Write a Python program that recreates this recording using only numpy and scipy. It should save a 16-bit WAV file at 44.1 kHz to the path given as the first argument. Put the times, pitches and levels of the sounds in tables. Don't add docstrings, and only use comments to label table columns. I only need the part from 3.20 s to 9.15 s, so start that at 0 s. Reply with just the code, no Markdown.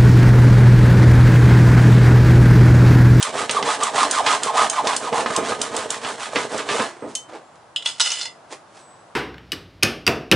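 import sys
import numpy as np
from scipy import signal
from scipy.fft import rfft, irfft, next_fast_len
from scipy.io import wavfile
from scipy.ndimage import uniform_filter1d

SR = 44100
rng = np.random.default_rng(int(sys.argv[2]) if len(sys.argv) > 2 else 0)


def unload_wav(signal):
    wavfile.write(
        sys.argv[1],
        SR,
        np.round(np.clip(np.atleast_2d(signal).T, -1, 1) * 32767).astype(np.int16),
    )


N = 262470
T = np.arange(N) / SR
RING_T = T[:SR // 2]

# (frequency [Hz], relative level [dB], t60 [s])
DRUM_MODES = [(146, -16.5, 0.22), (242, -6, 0.071), (282.6, -6.5, 0.17), (429.6, -6, 0.056),
              (468, -10, 0.11), (577, -6, 0.023), (658, -5.5, 0.083), (708, -5, 0.021), (859, -3.5, 0.045),
              (968, 8.5, 0.016), (1042, 0, 0.078), (1172.5, 6.5, 0.06), (1232, 0, 0.13), (1620, -11, 0.12),
              (1700, -22, 0.085), (2034, -6.5, 0.13)]


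def undb(db):
    return 10 ** (np.asarray(db) / 20)


def unit(x):
    return x / np.sqrt(np.mean(x ** 2))


def peak(x, db):
    strongest = np.sort(np.abs(x))[-8:]
    return x * undb(db) / np.mean(strongest)


def fade(t60):
    return np.exp(-np.log(1000) * RING_T / max(t60, .002))


def envelope(s, length, attack, release):
    rise = np.clip((T - s) / attack, 0, 1)
    return rise * np.exp(-np.log(1000) * np.maximum(T - s - length, 0) / release)


def add(out, s, x):
    i = int(s * SR)
    out[i:i + len(x)] += x[:N - i]


def colour(x, points, tilt_db=0, band_hz=1000, boost_db=0):
    size = next_fast_len(len(x) + 4096)
    size += size % 2
    octave = np.log2(np.maximum(np.fft.rfftfreq(size, 1 / SR), 10))
    hz, db = np.transpose(points)
    db = np.interp(octave, np.log2(hz), db)
    db = db + tilt_db * np.maximum(octave - np.log2(600), 0)
    db = db + boost_db * np.exp(-((octave - np.log2(band_hz)) / 0.33) ** 2)
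    cepstrum = irfft(np.log(undb(db)))
    cepstrum[1:size // 2] *= 2
    cepstrum[size // 2 + 1:] = 0
    response = np.exp(rfft(cepstrum))
    return irfft(rfft(x, size) * response)[:len(x)]


def modal(modes, ring_share=1):
    return sum(undb(db) * fade(t60 * ring_share) * np.cos(2 * np.pi * hz * RING_T) for hz, db, t60 in modes)


def ring(x, modes, ring_db):
    tail = modal(modes)
    tail = tail / np.sqrt(np.sum(tail ** 2))
    return x + undb(ring_db) * signal.fftconvolve(x, tail)[:len(x)]


def walk(per_s):
    k = max(int(SR / per_s), 1)
    return unit(uniform_filter1d(uniform_filter1d(rng.standard_normal(N), k), k))


def grit(per_s, spread_db):
    size = undb(spread_db * np.minimum(rng.exponential(size=N), 4))
    happens = rng.random(N) < per_s / SR
    return unit(happens * size * rng.standard_normal(N))


def crack(t60, tail_db, tail_t60):
    return rng.standard_normal(len(RING_T)) * (fade(t60) + undb(tail_db) * fade(tail_t60))


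def yard():
    # (frequency [Hz], relative level [dB])
    yard_colour = [(15, -96), (25, -39.5), (103, -12), (158, -8.5), (194, -13.5), (329, -10.5), (383, -13),
                   (651, -5), (976, -7.5), (1320, -11.5), (2300, -23.5), (10500, -34), (13600, -80),
                   (22000, -120)]
    level_db = -49

    def hum():
        return unit(colour(rng.standard_normal(N), yard_colour)) * undb(0.47 * walk(9.6))

    mid, side = hum(), hum()
    side = colour(side, [(100, -11.5), (600, -7.5), (2000, -5.5), (8000, -2.5)])
    return undb(level_db) * (mid + side * np.array([[1], [-1]]))


def bird():
    # (start [s], time to the release [s], starting pitch [Hz], level [dB] before the flutter)
    notes = [(3.749, 0.084, 8230, -57), (4.2, 0.12, 7417, -69), (5.587, 0.13, 8050, -55)]
    sag_hz_per_s, attack_s, release_s = 650, 0.024, 0.6
    quaver = 1 + 0.0055 * walk(150)
    flutter = undb(2 * walk(45))
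    out = np.zeros(N)
    for s, length, hz, db in notes:
        pitch = (hz - sag_hz_per_s * (T - s)) * quaver
        tone = np.sin(2 * np.pi * np.cumsum(pitch) / SR)
        out += tone * undb(db) * envelope(s, length, attack_s, release_s)
    return out * flutter


def scuffs():
    # (time of the crest [s], level [dB] of the rub before its swell and decay, t60 [s], treble tilt [dB/octave])
    rubs = [(3.69, -39, 0.81, -3.5), (3.904, -44, 0.36, 0), (4.097, -39, .08, -4),
            (4.147, -33.5, 0.22, -4.5), (4.357, -51, 0.031, 0.5), (5.326, -31, 0.11, -0.5),
            (5.48, -58.5, 0.18, -1), (5.57, -46, 0.35, -0.5)]
    # (frequency [Hz], relative level [dB])
    scuff_colour = [(60, -55), (200, -15), (300, 0.5), (700, -1), (1400, -3), (3000, -8.5), (8000, -10.5),
                    (11000, -19.5)]
    rise = 0.097
    out = np.zeros(N)
    for s, db, t60, tilt_db in rubs:
        rub = unit(colour(grit(5000, 2.1)[:SR], scuff_colour, tilt_db))
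        swell = np.exp(-RING_T[::-1] / (rise * t60))
        shape = np.concatenate([swell, fade(t60)])
        add(out, s - len(swell) / SR, undb(db) * rub * shape)
    return out


def loaded(modes):
    ground_ring_share = 0.73
    chance = rng.standard_normal((len(modes), 2))
    return [(hz * (1 + .008 * a), db + 2.5 * b, t60 * ground_ring_share)
            for (hz, db, t60), (a, b) in zip(modes, chance)]


def saw_set_down():
    # (time [s], peak level [dB] before a 2 dB cut, centre of the contact's band [Hz], boost of that band [dB])
    landings = [(4.561, -8, 3100, 32), (4.561, -17.5, 3680, 39), (4.624, -23.5, 3380, 19),
                (4.659, -5.5, 3480, 21), (4.798, -8.5, 1470, 18), (4.803, -3.5, 3700, 19),
                (4.812, -3, 6000, 12.5), (4.86, -14, 3160, 16), (4.903, -14, 5500, 19),
                (4.918, -10, 6440, 17), (5.013, -14, 5000, 24), (5.055, -17, 6900, 2)]
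    # (frequency [Hz], relative level [dB], t60 [s])
    frame_modes = [(915, -2, 0.12), (1410, -1, 0.1), (2000, -9, 0.37), (2065, -4, 0.25), (2700, -11, .2),
                   (2755, -6, 0.25), (2950, 5, 0.1), (3160, -13, 0.11), (3350, -11, .18), (3520, 2, 0.1),
                   (3984, -11, 0.099), (4220, -1, 0.15), (4400, -18, 0.15), (4900, 2, 0.083),
                   (5020, 2, 0.18), (5200, -23, .18), (5510, -18, .2), (6330, -22, .18), (6560, -4, 0.17),
                   (7070, 2.5, 0.14), (7940, 0, 0.15), (8839, -23, 0.16)]
    # (frequency [Hz], relative level [dB])
    steel_colour = [(100, -46), (400, -15), (1000, -8), (2000, -6), (3200, -3.5), (5200, -4), (7500, -7),
                    (9000, -6), (11000, -19.5)]
    # (start [s], time to the release [s], level [dB] before it sags and the frame rings)
    skids = [(4.644, 0.039, -27.5), (4.749, 0.065, -43), (4.818, 0.22, -26.5)]
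    attack_s, sag_db_per_s, release_s = 0.042, 47, 0.19
    catch_s = .04
    out = np.zeros(N)
    for s, db, band_hz, boost_db in landings:
        push = crack(0.025, -11, 0.071)
        corner = colour(push, steel_colour, 0, band_hz, boost_db)
        frame = ring(colour(push, steel_colour), loaded(frame_modes), 9.6)
        add(out, s, peak(corner + undb(-9.5) * frame, db - 2.0))
    grains = unit(colour(grit(4500, 2.4) * undb(2.5 * walk(140)), steel_colour))
    window = np.sin(np.pi * np.minimum(RING_T / (2 * catch_s), 1)) ** 2
    for start, length, db in skids:
        slowing_db = sag_db_per_s * np.maximum(T - start, 0)
        skid = grains * envelope(start, length, attack_s, release_s) * undb(db - slowing_db)
        for s in np.arange(start - catch_s, start + length + release_s / 2, catch_s):
            piece = skid[int(s * SR):][:len(window)] * window
            add(out, s, ring(piece, loaded(frame_modes), -4))
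    return out


def snags():
    # (time [s], peak level [dB] before a 0.5 dB cut, treble tilt [dB/octave], t60 of the chatter [s])
    knocks = [(.295, -6.5, 2.5, 0.041), (.427, -8.5, 0.5, 0.04), (0.748, -20, -11, 0.089),
              (1.063, -8.5, 2, 0.2), (1.671, -7.5, 8, 0.049), (1.928, -12.5, -1.5, 0.067),
              (2.06, -8, -2.5, 0.071), (2.103, -15, -8, 0.11), (2.177, -10, -8.5, 0.27),
              (2.321, -11.5, -5, 0.034), (2.848, -16.5, 0, 0.091), (3.158, -8, -1.5, 0.17),
              (3.39, -17, -2, 0.16), (3.489, -12.5, 0, 0.23), (3.597, -10.5, -5, 0.16),
              (3.823, -19.5, -14, 0.37)]
    # (frequency [Hz], relative level [dB])
    snag_colour = [(40, -25.5), (130, 1.5), (450, 8.5), (1100, 3.5), (1800, 9.5), (3300, 8.5), (6000, -2),
                   (11000, -19.5)]
    out = np.zeros(N)
    for s, db, tilt_db, t60 in knocks:
        push = crack(0.0013, 1, t60)
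        push[0] += undb(12)
        knock = ring(colour(push, snag_colour, tilt_db), DRUM_MODES, -7)
        add(out, s, peak(knock, db - 0.5))
    return out


def clacks():
    # (time [s], peak level [dB] of the clack with its ringing, before a 0.5 dB cut, share of its free ring time
    snaps = [(.027, -6.5, 0), (0.31, -10.5, 0.56), (.634, -6.5, 0.2), (0.911, -6.5, 0.34),
             (1.233, -8.5, 0.43), (1.4981, -7.5, 0.5), (1.7642, -8.5, 0.28), (2.1629, -8, .4),
             (2.4149, -7.5, 0.45), (2.565, -11.5, 0.23), (2.7039, -8.5, 0.25), (3.378, -19, 0.19),
             (3.952, -10, 0.85)]
    # (frequency [Hz], relative level [dB], t60 [s])
    blade_modes = [(2772, -14, .08), (3085, -5, .29), (3400, -12, .05), (4350, -11, .06), (5120, -13, .07),
                   (5712, -10, .06), (6270, -2, .065), (6560, 0, .07), (7140, -9, .05), (8064, -1, .07),
                   (10040, -14, .05)]
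    # (frequency [Hz], relative level [dB])
    clack_colour = [(300, -45), (1500, -27), (3000, 0.5), (4500, -2.5), (6500, 4), (8200, 5.5),
                    (10500, -6.5)]
    out = np.zeros(N)
    buzz = 1 / (1 + (RING_T / 0.0048) ** 4) + undb(-28) * fade(0.079)
    for s, db, ring_share in snaps:
        contact = colour(rng.standard_normal(len(RING_T)) * buzz, clack_colour)
        twang = modal(blade_modes, ring_share) * (1 - fade(0.0033))
        clack = peak(contact, 0) + peak(twang, -3.5) * ring_share ** 1.5
        add(out, s, peak(clack, db - 0.5))
    return out


def along_blade(x, position):
    i = np.arange(N)
    delay_s = .0008 + .0007 * position
    return x - .3 * np.interp(i - delay_s * SR, i, x)


def sawing():
    # (start [s], effort [dB])
    strokes = [(-.03, -25.5), (.12, -24), (0.277, -26), (.431, -20.5), (.576, -24.5), (.724, -18.5),
               (.885, -22), (1.028, -19), (1.189, -26.5), (1.33, -18), (1.486, -27), (1.629, -22),
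               (1.785, -28.5), (1.915, -23.5), (2.05, -27), (2.205, -25.5), (2.376, -27.5), (2.508, -26),
               (2.675, -28.5), (2.798, -28), (2.966, -28), (3.11, -26.5), (3.28, -28), (3.451, -24)]
    last_stroke_end_s = 3.69
    # (time [s], grip of the teeth [dB], give of the drum wall [dB])
    cut = [(.08, -10.5, -2.5), (.5, -2.5, 4), (.75, -4, -0.5), (1.3, 3, -4), (1.65, 3.5, -1),
           (2.0, -4, 3.5), (2.3, -20, 0), (3.1, -34, 0.5), (3.6, -30, -3.5)]
    # (time [s], level [dB])
    squeaks = [(.374, -14), (.628, -16), (.831, -16.5), (1.005, -19), (1.378, -19), (1.589, -19),
               (2.16, -21)]
    squeak_width_s = 0.0091
    # (frequency [Hz], relative level [dB])
    chirp_colour = [(200, -37.5), (450, 1), (750, 6.5), (1200, -4.5), (1500, -11.5), (2300, -15),
                    (3500, -9.5), (6000, -24), (11000, -16.5)]
    boom_colour = [(30, -76), (70, -20), (130, -3.5), (260, -5), (460, 5), (750, -3), (1200, -20.5),
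                   (2000, -20), (5000, -44)]
    rasp_colour = [(400, -28), (900, 8.5), (1500, 9.5), (2100, 5), (2600, 2.5), (3400, 3.5), (4800, -1),
                   (6500, -1.5), (8000, -0.5), (9500, -5.5), (11000, -14)]

    full_speed_tooth_hz = (1243, 1232)
    chatter_db, squawk_db, boom_db, rasp_db = (-2, -2.5), (5, 0), (-24, -20.5), -2.5
    bite_at, bite_width = (0.714, 0.44), (0.1, .19)
    boom_per_effort, chatter_per_grip = 0.37, 0.098
    deep_from_s, deep_slowing = 1.55, .13

    start, effort_db = np.transpose(strokes)
    stroke = np.clip(np.searchsorted(start, T, side="right") - 1, 0, len(start) - 1)
    length = np.diff(np.append(start, last_stroke_end_s))
    share = np.clip((T - start[stroke]) / length[stroke], 0, 1)
    pushing, effort = stroke % 2, effort_db[stroke]
    swing = np.pi * (stroke + share)
    speed, position = np.abs(np.sin(swing)), (1 - np.cos(swing)) / 2
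    slowing = deep_slowing * pushing * (start[stroke] > deep_from_s)
    top_hz = np.take(full_speed_tooth_hz, pushing) * (1 - slowing)
    tooth_hz = top_hz * (.15 + .85 * speed ** .85)
    cutting = np.clip((last_stroke_end_s - T) / 0.04 + 1, 0, 1)
    cut_s, grip_db, give_db = np.transpose(cut)
    grip, give = np.interp(T, cut_s, grip_db), np.interp(T, cut_s, give_db)

    def force(db, power, rest):
        weight = uniform_filter1d(undb(db), SR // 50)
        return cutting * weight * (rest + speed ** power) / (1 + rest)

    def teeth(jitter):
        rate_hz = tooth_hz * np.exp(.025 * walk(60) + jitter * walk(1000))
        phase = np.cumsum(rate_hz) / SR % 1
        return np.exp(-phase / 0.074)

    def wall(plucks, uneven_db):
        push = np.gradient(plucks) * undb(uneven_db * (walk(780) + 0.66 * walk(140)))
        return unit(ring(colour(push, chirp_colour, tilt_db=-5.0), DRUM_MODES, -7))

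    skipping, locked = teeth(.3), teeth(.1)
    chatter_level_db = effort + np.take(chatter_db, pushing) + chatter_per_grip * grip
    chatter = wall(skipping, 4.0) * force(chatter_level_db, 1.21, 0.16)

    off_bite = (share - np.take(bite_at, pushing)) / np.take(bite_width, pushing)
    bite = cutting * np.exp(-.5 * off_bite ** 2)
    bite = bite * undb(effort + np.take(squawk_db, pushing) + grip)
    digs = sum(undb(db) * np.exp(-.5 * ((T - s) / squeak_width_s) ** 2) for s, db in squeaks)
    squawk = wall(locked, 0.92) * np.hypot(bite, digs)

    thuds = grit(2200, 3.8) * undb(4.5 * walk(35))
    boom = unit(ring(colour(thuds, boom_colour), DRUM_MODES, -0.37))
    boom = boom * force(boom_per_effort * effort + np.take(boom_db, pushing) + give, 0.3, 0.17)

    chips = grit(10000, 1.6) * (.5 + skipping) * undb(0.91 * walk(110))
    rasp = unit(along_blade(colour(chips, rasp_colour), position))
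    rasp = rasp * force(effort + rasp_db, 1.4, .24)
    return chatter + squawk + boom + rasp


def scene():
    work = sawing() + clacks() + snags() + saw_set_down() + scuffs()
    echo = rng.standard_normal((2, len(RING_T))) * fade(0.19) * (RING_T > .004)
    echo /= np.sqrt(np.sum(echo ** 2, axis=1, keepdims=True))
    mid, side = (signal.fftconvolve(work, e)[:N] for e in echo)
    side = colour(side, [(150, -18), (1000, -16.0), (4000, -13.5), (8000, -10), (11000, -1.5)])
    pan_db = np.interp(T, [3.6, 4.5], [-2.6, -1.6])
    direct = (work + undb(-7.0) * mid) * undb(np.array([pan_db, -pan_db]) / 2)
    return direct + side * np.array([[1], [-1]]) + yard() + bird()


def record(dry):
    top_hz = 10500
    rounded = dry / (1 + (np.abs(dry) / .85) ** 6) ** (1 / 6)
    return signal.sosfilt(signal.ellip(10, .2, 75, top_hz, fs=SR, output="sos"), rounded)


dry = scene()
out = record(dry)
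unload_wav(out)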